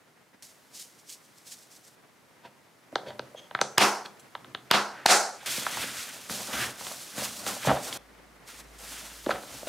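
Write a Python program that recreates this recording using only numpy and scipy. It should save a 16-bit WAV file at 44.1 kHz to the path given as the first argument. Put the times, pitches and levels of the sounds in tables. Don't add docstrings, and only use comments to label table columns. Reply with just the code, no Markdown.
import sys
import numpy as np
from scipy import signal
from scipy.fft import rfft, irfft, next_fast_len
from scipy.io import wavfile

SR = 44100
rng = np.random.default_rng(int(sys.argv[2]) if len(sys.argv) > 2 else 0)


def dump(signal):
    limited = np.clip(np.atleast_2d(signal).T, -1, 1)
    pcm = np.round(limited * 32767).astype(np.int16)
    wavfile.write(sys.argv[1], SR, pcm)


N = 426888

# start_s, peak_db (direct sound), strongest_hz, narrowness (dB per octave),
# bright_hz (a mode that stands out)
BOX_BLOWS = [(2.925, -35, 600, 22, 600), (2.9545, -12, 860, 4.5, 4250), (3.031, -37, 595, 25, 600),
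             (3.103, -34, 622, 3, 4250), (3.192, -23, 504, 3, 4250), (3.345, -32.5, 555, 24, 6100),
             (3.509, -30, 880, 9.5, 3350), (3.548, -12, 1430, 14, 3350), (3.588, -22, 880, 14, 1800),
             (3.612, -4, 1140, 2, 6100), (3.774, -18, 1210, 13, 3350), (4.35, -23, 1060, 12.5, 3350),
             (4.444, -33.5, 1270, 7.5, 3350), (4.547, -16.5, 1540, 7.5, 4250), (4.703, -29, 2500, 4, 2500),
             (5.0575, -33, 1900, 4, 1800), (5.428, -38, 780, 25, 2500)]


def box_blows():
    return struck(BOX_BLOWS, damping=0.34, touch_db=-20.0, soft_hz=8700.0)


# start_s, peak_db (direct sound), strongest_hz,
# narrowness (dB per octave)
BAG_KNOCKS = [(5.5765, -29, 209, 12.5), (5.62, -30, 900, 6), (5.664, -14.5, 1150, 15),
              (5.769, -24.5, 875, 15), (5.836, -30, 196, 12.5), (6.295, -22.5, 1480, 17),
              (6.304, -31, 213, 20.5), (6.808, -32.5, 900, 12), (6.866, -23, 1310, 2),
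              (6.912, -31.5, 654, 7), (7.176, -27, 187, 13), (7.18, -28, 1100, 7), (7.219, -28, 595, 20),
              (7.463, -20, 910, 0), (7.564, -33, 684, 38), (7.647, -24, 740, 17), (7.670, -13.5, 610, 10.5),
              (7.668, -19.5, 128, 19), (7.683, -16, 800, 9), (7.692, -16, 895, 16), (7.701, -14, 705, 12),
              (7.712, -8.5, 706, 19), (7.766, -22, 880, 14), (9.2605, -26, 466, 2), (9.264, -15, 294, 12),
              (9.2905, -14.5, 660, 13), (9.305, -15, 2000, 17), (9.308, -15.5, 1270, 10),
              (9.312, -20, 1100, 3), (9.351, -27.5, 750, 12), (9.357, -25, 1800, 18), (9.432, -35, 550, 5),
              (9.629, -31.5, 600, 56), (9.669, -29, 600, 24)]


def bag_knocks():
    return struck(BAG_KNOCKS, damping=0.28, touch_db=-52, soft_hz=8300.0)


# (for 60 dB, before damping)
BOX_MODES = [(137, -21, 0.18), (228, -5.5, 0.05), (290, -5, 0.062), (456, -5, 0.082), (595, -2, 0.054),
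             (787, -8, 0.12), (947, -1.5, 0.04), (1310, -6, 0.073), (1578, 2, 0.04), (1757, 15.5, 0.0053),
             (2500, 17.5, 0.0033), (3350, 16, 0.0057), (4250, 9.5, 0.0061), (6100, 0.5, 0.017),
             (7660, 5, 0.0072), (10000, 8, 0.004)]


def struck(events, damping, touch_db, soft_hz):
    bright_boost_db, bright_width_octaves = 6.5, 0.39
    hardening = 0.23
    out, size = np.zeros(N + SR), SR // 5
    contact = np.zeros(size)
    contact[[0, SR // 500]] = amp(touch_db), 1
    modes = radiated([(-1) ** k * ring(contact, hz, fade_s * damping)
                      for k, (hz, _, fade_s) in enumerate(BOX_MODES)])
    mode_hz, mode_db, _ = np.transpose(BOX_MODES)
    chances = rng.standard_normal((len(events), len(BOX_MODES)))
    for (start_s, peak_db, strongest_hz, narrowness, *bright_hz), chance in zip(events, chances):
        bright_db = sum(bright_boost_db * np.exp(-(np.log2(mode_hz / hz) / bright_width_octaves) ** 2)
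                        for hz in bright_hz)
        distance_db = max(narrowness, 1) * abs(np.log2(mode_hz / strongest_hz))
        blow = amp(mode_db + bright_db - distance_db + 1.4 * chance) @ modes
        cutoff_hz = min(soft_hz * amp(hardening * peak_db), 20000)
        blow = signal.sosfilt(signal.butter(3, cutoff_hz, fs=SR, output="sos"), blow)
        at = round(start_s * SR)
        out[at:at + size] += amp(peak_db) * blow / np.abs(blow).max()
    return out[:N]


# start_s, peak_db (before the deep bass is removed)
LATCH_SNAPS = [(3.781, 21.5), (4.713, 17.5), (5.062, 28.5)]
# pitch_hz, first_db, second_db, third_db (one level column for each row of snaps)
LATCH_COLOURS = [(159, -21, -13, -34), (196, -13, -15.5, -28.5), (390, -7.5, -13, -17.5),
                 (600, -9, -9, -12), (818, -1.5, -6, -5.5), (984, 1, -1, -12), (1440, -1.5, -1, -6),
                 (1980, -2.5, -4.5, -8.5), (2440, -4, -8.5, -11), (2900, -5, -7, -14.5),
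                 (4120, -8.5, -7, -9), (5400, -10, -15, -14), (7520, -19, -24.5, -17),
                 (15400, -35, -42.5, -41.5)]


def latches():
    spread_ms, lead, regions = 2.59, 200, 40
    out, size = np.zeros(N + SR), 2048
    bins = np.arange(size // 2 + 1)
    pitch_hz, *voices_db = np.transpose(LATCH_COLOURS)
    chances = rng.random((len(LATCH_SNAPS), regions))
    for (start_s, peak_db), voice_db, chance in zip(LATCH_SNAPS, voices_db, chances):
        delay = np.interp(bins, np.linspace(0, size // 2, regions), chance ** 2)
        delay = SR / 1000 * spread_ms * delay + lead
        click = irfft(np.exp(-2j * np.pi * np.cumsum(delay) / size), size)
        snap = colour(click, np.transpose([pitch_hz, voice_db]))
        at = round(start_s * SR) - lead
        out[at:at + size] += amp(peak_db) * snap / np.abs(snap).max()
    return radiated(out[:N])


# (per 20 dB, at least 1)
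BOX_RUBS = [(2.453, -47, 880, 19, 41), (2.46, -52.5, 2820, 33, 29), (2.935, -45, 294, 13, 60),
            (3.065, -39, 670, 10, 117), (3.085, -48, 3600, 35, 44), (3.12, -58, 149, 30, 151),
            (3.238, -53.5, 134, 110, 117), (3.4, -58, 600, 193, 124), (3.607, -35.5, 980, 4, 9),
            (4.055, -44.5, 1030, 18, 23), (4.061, -41, 4500, 16, 8), (4.197, -49.5, 7140, 4, 23),
            (4.47, -56.5, 146, 255, 299), (4.98, -48.5, 1410, 158, 300), (5.461, -36.5, 3030, -3, 386),
            (6.6, -35, 1360, 132, 137), (7.77, -36, 890, 87, 29), (7.927, -30, 4200, -4, 8)]


def rubbing():
    longest_cycles = 30
    peak_s, rub_db, strongest_hz, rise_ms, fall_ms = np.transpose(BOX_RUBS)
    mode_hz, mode_db, fade_s = np.transpose(BOX_MODES)
    share_db = mode_db[:, None] - 22.4 * abs(np.log2(mode_hz[:, None] / strongest_hz))
    share_db = share_db - 10 * np.log10(np.sum(amp(share_db) ** 2, axis=0))
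    gains = blend(rub_db + share_db, list(map(swell, peak_s, rise_ms, fall_ms)))
    slips = rng.standard_normal(N) * amp(2.2 * np.minimum(rng.exponential(1, N), 3.5))
    voices = (rms_one(ring(slips, hz, min(fade * 0.84, longest_cycles / hz)))
              for hz, fade in zip(mode_hz, fade_s))
    return radiated(sum(gain * voice for gain, voice in zip(gains, voices)))


# time_s, level_db
SQUEAK_CURVE = [(3.36, -63), (3.378, -50), (3.398, -47.5), (3.41, -67), (3.47, -61), (3.485, -82)]
# pitch_hz, level_db (relative), fade_s (for 60 dB)
SEAL_MODES = [(3280, 3, 0.023), (6300, -8.5, 0.0052)]


def squeak():
    is_on, level_db = in_time(SQUEAK_CURVE)
    voices = [amp(db) * rms_one(ring(rng.standard_normal(N), hz, fade_s)) for hz, db, fade_s in SEAL_MODES]
    return is_on * amp(level_db) * sum(voices)


# pitch_hz, level_db (against what drives it), fade_s (for 60 dB)
COUNTER_MODES = [(137.9, -52.5, 0.24), (204.9, -55.5, 0.4), (388.5, -57.5, 0.26)]


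def counter_ring(work):
    return sum(amp(db) * ring(work, hz, fade_s) for hz, db, fade_s in COUNTER_MODES)


# peak_s, rise_ms, fall_ms (per 20 dB, at least 1),
# swish_db (cloth), crinkle_db (lining), shuffle_db (contents)
BAG_MOVES = [(5.46, -5, 501, -32.5, -54, -81), (5.54, 150, 301, -41, -39, -61),
             (5.817, 332, 198, -35, -35, -42.5), (6.02, 402, 346, -39.5, -42.5, -51.5),
             (6.17, 204, 298, -46.5, -54, -52), (6.3, 16, 520, -34.5, -44.5, -45),
             (6.532, 11, 174, -36.5, -33.5, -38), (6.628, 192, 110, -32, -35, -38.5),
             (6.805, 61, 304, -42.5, -48, -51), (6.86, 109, 400, -40, -52, -51.5),
             (7.0, 100, 207, -43.5, -73, -66), (7.185, 63, 365, -35.5, -44, -43),
             (7.257, 205, 59, -34.5, -41, -53), (7.4, 191, 300, -42.5, -82, -49.5),
             (7.477, 45, 164, -32, -38, -38.5), (7.665, 117, 190, -35, -35.5, -58),
             (7.695, 51, 75, -54, -31, -22), (7.85, 132, 899, -39, -47.5, -46),
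             (8.487, 31, 194, -45.5, -49, -56.5), (8.603, 75, 21, -44, -51, -54),
             (8.79, 16, 500, -48, -72, -60), (8.92, 199, 600, -42, -46.5, -54.5),
             (9.306, 48, 102, -45, -38.5, -34), (9.55, 313, 300, -45.5, -51.5, -49.5),
             (9.68, 35, 100, -42, -43, -41)]
# (relative, per Hz)
CLOTH_COLOUR = [(1500, -18), (2500, -7.5), (4000, -3), (6000, -2), (9000, -4), (12000, -8), (16000, -14.5)]
LINING_COLOUR = [(600, -14), (1000, -4), (1400, 4.5), (2200, 2.5), (3500, 0.5)]
CONTENTS_COLOUR = [(200, -2.5), (350, -9), (620, -0.5), (900, -4.5), (1400, -7.5)]
COUNTER_COLOUR = [(60, -4), (100, -5.5), (125, 7), (160, -31), (200, -2.5), (280, 3), (450, -33)]


def bag():
    stop_s = 7.975
    counter_under_contents_db, creases_under_cloth_db = -8, -17.5
    voices = [texture(CLOTH_COLOUR, grain_db=2.5, flicker_db=1.5, flicker_rate=65.0),
              texture(LINING_COLOUR, grain_db=-2.5, flicker_db=2.0, flicker_rate=68.0),
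              texture(CONTENTS_COLOUR, grain_db=3.5, flicker_db=4.0, flicker_rate=26.0),
              texture(COUNTER_COLOUR, grain_db=0.5, flicker_db=4.5, flicker_rate=34.0)]
    is_after_stop = np.arange(0, N, 20) / SR > stop_s
    swells = [swell(peak_s, rise_ms, fall_ms) * ~(is_after_stop & (peak_s < stop_s))
              for peak_s, rise_ms, fall_ms, *_ in BAG_MOVES]
    *_, swish_db, crinkle_db, shuffle_db = np.transpose(BAG_MOVES)
    rumble_db = shuffle_db + counter_under_contents_db
    gains = blend([swish_db, crinkle_db, shuffle_db, rumble_db], swells)
    rustle = sum(gain * voice for gain, voice in zip(gains, voices))
    return rustle + amp(creases_under_cloth_db) * gains[0] * creases()


def creases():
    pops_per_s, ring_cycles = 330, 7.7
    sizes = amp(5.0 * np.minimum(rng.exponential(1, N), 4)) * rng.choice([-1, 1], N)
    pops = sizes * (rng.random(N) < pops_per_s * amp(4.0 * drift(30)) / SR)
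    pitch_number = rng.integers(0, 20, N)
    return rms_one(sum(ring(pops * (pitch_number == k), hz, ring_cycles / hz)
                       for k, hz in enumerate(np.geomspace(1100, 7000, 20))))


# peak_s, level_db, fall_ms (per 20 dB)
SEED_SLOSHES = [(.426, -44.5, 110), (0.754, -42, 72), (0.796, -41.5, 122), (.995, -55.5, 46),
                (1.095, -43.5, 76), (1.124, -43.5, 59), (1.24, -58, 80), (1.38, -55.5, 72),
                (1.478, -46, 80), (1.524, -40.5, 50), (1.57, -54, 198), (1.63, -55, 57), (1.724, -50.5, 82),
                (1.764, -53, 53), (1.845, -57.5, 100), (1.882, -53.5, 23)]
# (relative, per Hz)
SEED_COLOUR = [(880, -48), (1740, -22), (2640, -16.5), (5490, -8.5), (8500, -10.5), (13800, -19.5),
               (16000, -24)]


def seeds():
    shaking_from_s, rise_ms = 0.424, 33
    swells = [swell(peak_s, rise_ms, fall_ms) for peak_s, _, fall_ms in SEED_SLOSHES]
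    level, = blend([[db for _, db, _ in SEED_SLOSHES]], swells)
    is_on = np.arange(N) / SR > shaking_from_s
    return level * is_on * texture(SEED_COLOUR, grain_db=3.0, flicker_db=1.5, flicker_rate=100.0)


# pitch_hz, fade_s (for 60 dB), level_db (relative)
ECHO_BANDS = [(126, 0.33, -26), (250, 0.3, 4), (514, 0.49, 3), (990, 0.46, -1.5), (2060, 0.35, -3),
              (3470, 0.17, 5.5), (7420, 0.43, 0.5), (13200, 0.34, 5.5)]


def kitchen(x):
    rough_db = 1
    t = np.arange(SR) / SR
    noise, tail = rng.standard_normal((len(ECHO_BANDS), 2, SR)), 0
    for k, (hz, fade_s, db) in enumerate(ECHO_BANDS):
        band = signal.butter(3, [hz / 1.55, min(hz * 1.55, 19000)], "band", fs=SR, output="sos")
        tail = tail + amp(db - 60 * t / fade_s) * signal.sosfilt(band, noise[k])
    tail *= (1 - np.exp(-t / 0.00027)) * amp(rough_db * drift(138.8)[:SR])
    tail /= np.sqrt(np.sum(tail[0] ** 2))
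    mid, side = signal.fftconvolve(tail, x[None], axes=1)[:, :N]
    return stereo(mid, side, wide_db=4.5)


# start_s, tone_db, hiss_db
BACKGROUND_LEVELS = [(0, -61, -70), (.424, -60, -64), (1.95, -60, -68), (2.92, -56, -64.5),
                     (5.06, -55, -81), (5.458, -55, -92), (7.975, -55.5, -66), (8.8, -55, -52.5)]
# (relative, per Hz)
TONE_COLOUR = [(25, -46), (60, -13.5), (125, 1), (250, 2), (600, -1), (1200, -3.5), (2100, -5), (3400, -16),
               (6000, -20.5)]
HISS_COLOUR = [(1500, -32), (3000, -4.5), (6000, -6), (10000, -7.5), (16000, -13.5)]
# time_s, level_db (before it wavers)
HUM_CURVE = [(7.975, -65), (8.45, -65), (8.55, -58.5), (9.36, -58), (9.41, -77), (9.55, -59), (9.68, -61)]


def background():
    hum_hz = 54.6
    t = np.arange(N) / SR
    start_s, tone_db, hiss_db = np.transpose(BACKGROUND_LEVELS)
    stretch = np.maximum(np.searchsorted(start_s, t, "right") - 1, 0)
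    is_on, hum_db = in_time(HUM_CURVE)
    hum = is_on * amp(hum_db + 2.0 * drift(6)) * np.sqrt(2) * np.sin(2 * np.pi * hum_hz * t)
    room_tone = amp(tone_db[stretch]) * texture(TONE_COLOUR, flicker_db=1.5, wide_db=13.0)
    hiss = amp(hiss_db[stretch]) * texture(HISS_COLOUR, wide_db=2.5)
    return room_tone + hiss + hum


def amp(db):
    return 10 ** (np.asarray(db) / 20)


def rms_one(x):
    return x / np.sqrt(np.mean(x ** 2) + 1e-20)


def in_time(rows):
    time_s, *columns = np.transpose(rows)
    t = np.arange(N) / SR
    is_on = (t >= time_s[0]) & (t <= time_s[-1])
    return [is_on] + [np.interp(t, time_s, column) for column in columns]


def colour(x, points):
    length = x.shape[-1]
    size = next_fast_len(length)
    hz, db = np.transpose(points)
    octave = np.log2(np.maximum(np.arange(size // 2 + 1) * SR / size, 1))
    beyond = np.maximum(np.log2(hz[0]) - octave, 0) + np.maximum(octave - np.log2(hz[-1]), 0)
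    gain = amp(np.interp(octave, np.log2(hz), db) - 24 * beyond)
    return irfft(rfft(x, size) * gain, size)[..., :length]


def drift(rate):
    knots = rng.standard_normal(2000)
    return np.interp(np.arange(N) / SR * rate, np.arange(2000), knots)


# pitch_hz, side_db (side gain)
STEREO_WIDTH = [(30, -36), (125, -18), (500, -19), (2000, -18), (4500, -15), (9000, -13), (15000, -16.5)]


def stereo(mid, side, wide_db):
    points = [(10, STEREO_WIDTH[0][1]), *STEREO_WIDTH, (22000, STEREO_WIDTH[-1][1])]
    side = amp(wide_db) * colour(side, points)
    return np.array([mid + side, mid - side])


def texture(spectrum, grain_db=0., flicker_db=0., flicker_rate=52.0, wide_db=0.):
    grains_db = grain_db * np.minimum(rng.exponential(1, N), 6)
    sizes = amp(grains_db + flicker_db * drift(flicker_rate))
    mid, side = colour(sizes * rng.standard_normal((2, N)), spectrum)
    return rms_one(stereo(mid, side, wide_db))


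def ring(x, hz, fade_s):
    decay, turn = amp(-60 / (fade_s * SR)), 2 * np.pi * hz / SR
    return signal.lfilter([0, np.sin(turn)], [1, -2 * decay * np.cos(turn), decay * decay], x + 1e-18)


def radiated(x):
    return signal.sosfilt(signal.butter(3, 125, "high", fs=SR, output="sos"), x)


def swell(peak_s, rise_ms, fall_ms):
    ms = 1000 * (np.arange(0, N, 20) / SR - peak_s)
    return amp(-20 * np.maximum(-ms / max(rise_ms, 1), ms / max(fall_ms, 1)))


def blend(levels_db, swells):
    gains = np.sqrt(amp(levels_db) ** 2 @ np.square(swells))
    return np.array([np.interp(np.arange(N), np.arange(0, N, 20), gain) for gain in gains])


def scene():
    echo_db, knock_echo_db = -8.5, 2
    left_db = -0.26
    box = box_blows() + latches() + rubbing() + squeak()
    knocks = bag_knocks()
    echo = amp(echo_db) * kitchen(box + amp(knock_echo_db) * knocks)
    work = box + knocks + counter_ring(box + knocks) + echo + seeds() + bag()
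    return work * amp([[left_db], [-left_db]]) + background()


def record(dry):
    ceiling_db, release_db_per_s, attack_s = 1, 549, 0.0001
    clip_level, clip_from_hz = 0.35, 100
    bass_cut_hz, treble_cut_hz = 42, 16600
    over_db = np.maximum(20 * np.log10(np.abs(dry).max(axis=0) + 1e-9) - ceiling_db, 0)
    climb_db = release_db_per_s * np.arange(N) / SR
    held_db = np.maximum.accumulate(over_db + climb_db) - climb_db
    lag = np.exp(-1 / (attack_s * SR))
    gain = amp(-signal.lfilter([1 - lag], [1, -lag], held_db))
    low, high = (signal.butter(5, clip_from_hz, side, fs=SR, output="sos") for side in ("low", "high"))
    clipped = clip_level * np.tanh(dry * gain / clip_level)
    limited = gain * signal.sosfilt(low, dry) + signal.sosfilt(high, clipped)
    limited = signal.sosfilt(signal.butter(4, bass_cut_hz, "high", fs=SR, output="sos"), limited)
    return signal.sosfilt(signal.cheby2(12, 60, treble_cut_hz, fs=SR, output="sos"), limited)


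dry = scene()
out = record(dry)
dump(out)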